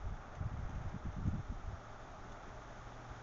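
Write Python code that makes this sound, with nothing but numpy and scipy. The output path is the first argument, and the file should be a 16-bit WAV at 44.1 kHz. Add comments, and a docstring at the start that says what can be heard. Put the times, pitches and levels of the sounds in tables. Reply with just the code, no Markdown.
"""On a lawn, close to a small spinning wind turbine, with a hand-held microphone.
From the start air rushes through the blades and trees, with a low hum and a faint wavering whir in it.
Gusts buffet the microphone in low thumps, and a few light ticks come through.
Just before two seconds in the gusts die down; the hum grows and creeps upward, the leaves hiss on."""
import sys
import numpy as np
from scipy import signal
from scipy.fft import rfft, irfft, next_fast_len
from scipy.io import wavfile

SR = 44100
rng = np.random.default_rng(int(sys.argv[2]) if len(sys.argv) > 2 else 0)


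def unload_wav(signal):
    """Save mono or channel-first audio to the path in sys.argv[1] as 16-bit WAV at rate SR, clipped to [-1, 1]."""
    wavfile.write(
        sys.argv[1],
        SR,
        np.round(np.clip(np.atleast_2d(signal).T, -1, 1) * 32767).astype(np.int16),
    )


N = 142002

# Wind at the microphone between buffets: time_s, level_db
WIND_LEVEL = [(0, -49), (.16, -52.5), (.29, -53.5), (.42, -54), (.9, -50.5), (1.0, -48), (1.3, -48),
              (1.47, -50), (1.74, -46), (1.81, -58.5), (2.0, -53.5), (2.3, -53), (2.42, -57.5), (2.52, -52),
              (2.68, -56.5), (2.8, -54), (3.03, -58), (3.22, -53)]
# Bright spectrum of the ticks and the leaf patter: frequency_hz, relative_db
TICK_SPECTRUM = [(20, -32), (800, -9.5), (3100, 8.5), (4600, -6), (6500, 8), (8000, -20.5)]


def undb(db):
    """Decibels to gain."""
    return 10 ** (np.asarray(db) / 20)


def curve(rows, column=1):
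    """One column of a table, joined by straight lines in time."""
    rows = np.array(rows, float)
    return np.interp(np.arange(N) / SR, rows[:, 0], rows[:, column])


def noise(gain):
    """Noise of rms 1 with a given gain at each frequency."""
    size = next_fast_len(N)
    hz = np.maximum(np.fft.rfftfreq(size, 1 / SR), 1)
    shaped = irfft(rfft(rng.standard_normal(size)) * gain(hz), size)[:N]
    return shaped / shaped.std()


def coloured(spectrum):
    """Noise of rms 1 shaped by rows of frequency_hz, relative_db."""
    hz, db = np.array(spectrum, float).T
    return noise(lambda f: undb(np.interp(np.log(f), np.log(hz), db)))


def wander(rate_hz):
    """Random drift with a spread of 1, mostly slower than rate_hz."""
    return noise(lambda f: 1 / (1 + (f / rate_hz) ** 2) ** 2)


def eddies(low_hz, edge_hz, order=3.87):
    """Turbulent pressure: flat from low_hz up to an edge, then falling steeply."""
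    return noise(lambda f: f / np.hypot(f, low_hz) / np.sqrt(1 + (f / edge_hz) ** (2 * order)))


def wind_rumble():
    """Wind flows past the microphone; the stronger it is, the higher the rumble reaches."""
    wind_db = curve(WIND_LEVEL)
    reference_db, db_per_octave = -47, 11.5
    edge_hz = 72 * 2 ** ((wind_db - reference_db) / db_per_octave)
    gain = undb(wind_db + 2.1 * wander(14))
    # The edge moves by crossfading four noises whose edges lie an octave apart.
    edges_hz = 40 * 2. ** np.arange(4)
    shares = [np.interp(np.log(edge_hz), np.log(edges_hz), row) for row in np.eye(len(edges_hz))]
    return gain * sum(np.sqrt(share) * eddies(23, hz) for share, hz in zip(shares, edges_hz))


def air_rush():
    """Air rushes through blades and trees with a slight flutter."""
    # Spectrum of the rushing air: frequency_hz, relative_db
    spectrum = [(20, -8), (100, 2), (190, 1), (270, 1), (330, -2), (390, 0.5), (450, -2.5), (540, -2.5),
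                (630, 2), (800, 2), (900, 0), (1010, -3), (1180, 1), (1380, -0.5), (1600, -5.5),
                (2000, -10.5), (2600, -17.5), (4000, -32), (8000, -47.5)]
    # Strength of the rush: time_s, level_db
    levels = [(0, -54.5), (.7, -53.5), (1.5, -55.5), (2.0, -54), (2.6, -53.5), (3.22, -53)]
    return coloured(spectrum) * undb(curve(levels) + .5 * wander(32))


def leaves():
    """Leaves give a thin, restless hiss and a faint patter that grows in the gusts."""
    # Spectrum of the leaf hiss: frequency_hz, relative_db
    spectrum = [(20, -35), (1500, -8.5), (2600, -5.5), (3500, 3.5), (4200, -5), (4800, -5.5), (5600, -1),
                (6400, 0), (7000, -4.5), (7400, -19.5), (8000, -30.5)]
    # Slow rise of the hiss: time_s, level_db
    levels = [(0, -72.5), (.8, -72), (1.6, -71), (2.4, -69.5), (3.22, -68.5)]
    hiss = coloured(spectrum) * undb(curve(levels) + .3 * wander(25) + .5 * wander(220))
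    flicks_per_s, spread_db, decay_s, patter_db = 60, 1.5, 0.0049, -83
    onsets = rng.random(N) < flicks_per_s / SR
    flicks = onsets * undb(spread_db * np.clip(rng.standard_normal(N), -2, 2))
    patter = signal.lfilter([1], [1, -np.exp(-1 / (decay_s * SR))], flicks)
    patter *= undb(.6 * curve(WIND_LEVEL))  # 0.6 dB per dB of wind
    patter /= np.sqrt(np.mean(patter ** 2))
    return hiss + undb(patter_db) * patter * coloured(TICK_SPECTRUM)


def low_hum():
    """A low, unsteady tone sags a little, then creeps upward."""
    # Course of the hum: time_s, pitch_hz, level_db
    course = [(0, 112.5, -62.5), (1.75, 107.3, -63.5), (1.87, 110.2, -56.5), (2.17, 110.8, -63.5),
              (2.28, 113.3, -56.5), (2.42, 114, -68.5), (2.53, 116.8, -54), (2.63, 115.9, -60),
              (2.9, 118.3, -58), (3.22, 118.3, -55.5)]
    pitch_hz = curve(course) * (1 + 0.013 * wander(20))
    tone = np.sqrt(2) * np.sin(2 * np.pi * np.cumsum(pitch_hz) / SR)
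    return tone * undb(curve(course, column=2) + wander(4.7))


def rotor_whir():
    """Narrow resonances ring faintly as the rotor turns."""
    # Resonances of the whir: pitch_hz, half_width_hz, level_db
    resonances = [(270.2, 18, -72), (613, 11, -70.5), (767, 21, -71.5), (845, 15, -70), (1264, 7.5, -76)]
    return sum(undb(db) * noise(lambda f: 1 / (1 + ((f - hz) / half_width_hz) ** 2))
               for hz, half_width_hz, db in resonances)


def wind_buffets():
    """Each eddy that hits the microphone is a brief swell of a few pressure swings."""
    # Buffets on the microphone: centre_s, half_length_s, level_db, edge_hz
    buffets = [(0.059, 0.023, -36.5, 94), (.115, 0.059, -45.5, 138), (.378, .016, -43.5, 110.4),
               (0.418, 0.018, -35, 146), (0.461, 0.024, -35, 125), (0.534, 0.023, -38, 168),
               (0.594, 0.034, -40.5, 168), (0.65, .026, -37, 105), (0.697, 0.014, -44.5, 232),
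               (0.755, 0.036, -37.5, 130), (0.812, 0.019, -43.5, 162), (0.867, 0.032, -38.5, 120),
               (0.948, .026, -40, 187), (1.059, 0.015, -41, 187), (1.08, 0.023, -36.5, 106.3),
               (1.19, 0.033, -38.5, 189), (1.223, 0.01, -37, 120), (1.262, 0.021, -33, 145),
               (1.281, 0.015, -30, 197), (1.346, 0.047, -37, 175), (1.393, 0.042, -41.5, 184),
               (1.514, 0.023, -37.5, 163), (1.593, 0.0096, -41, 105), (1.679, 0.069, -43, 111),
               (1.721, 0.034, -44.5, 139), (3.11, 0.017, -45.5, 70)]
    t, out = np.arange(N) / SR, np.zeros(N)
    for centre_s, half_length_s, level_db, edge_hz in buffets:
        swell = np.exp(-2 * ((t - centre_s) / half_length_s) ** 2)
        thump = swell * eddies(0.18 * edge_hz, edge_hz)
        out += undb(level_db) * thump * np.sqrt(np.sum(swell ** 2) / np.sum(thump ** 2))
    return out


def light_ticks(rise_s=0.0029, decay_s=0.012):
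    """Light, dry ticks stand just above the hiss, each a short burst of bright noise."""
    # Single ticks: start_s, level_db
    ticks = [(0.35, -62.5), (.691, -65), (0.751, -67), (.77, -75), (.885, -65), (1.135, -74), (1.26, -69),
             (1.274, -67), (2.317, -63)]
    t, envelope = np.arange(N) / SR, np.zeros(N)
    for start_s, level_db in ticks:
        age_s = np.maximum(t - start_s, 0)
        rise = np.minimum(age_s / rise_s, 1)
        decay = np.exp(-np.maximum(age_s - rise_s, 0) / decay_s)
        envelope += undb(level_db) * rise * decay
    return envelope * coloured(TICK_SPECTRUM)


def scene():
    """Wind, trees and turbine as they meet one microphone."""
    wind = wind_buffets() + wind_rumble()
    return (wind + air_rush() + leaves() + low_hum() + rotor_whir() + light_ticks())[None]


def record(dry):
    """The recorder cuts the top steeply."""
    top_hz = 7750
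    return signal.sosfilt(signal.ellip(10, .2, 80, top_hz, fs=SR, output="sos"), dry)


dry = scene()
out = record(dry)
unload_wav(out)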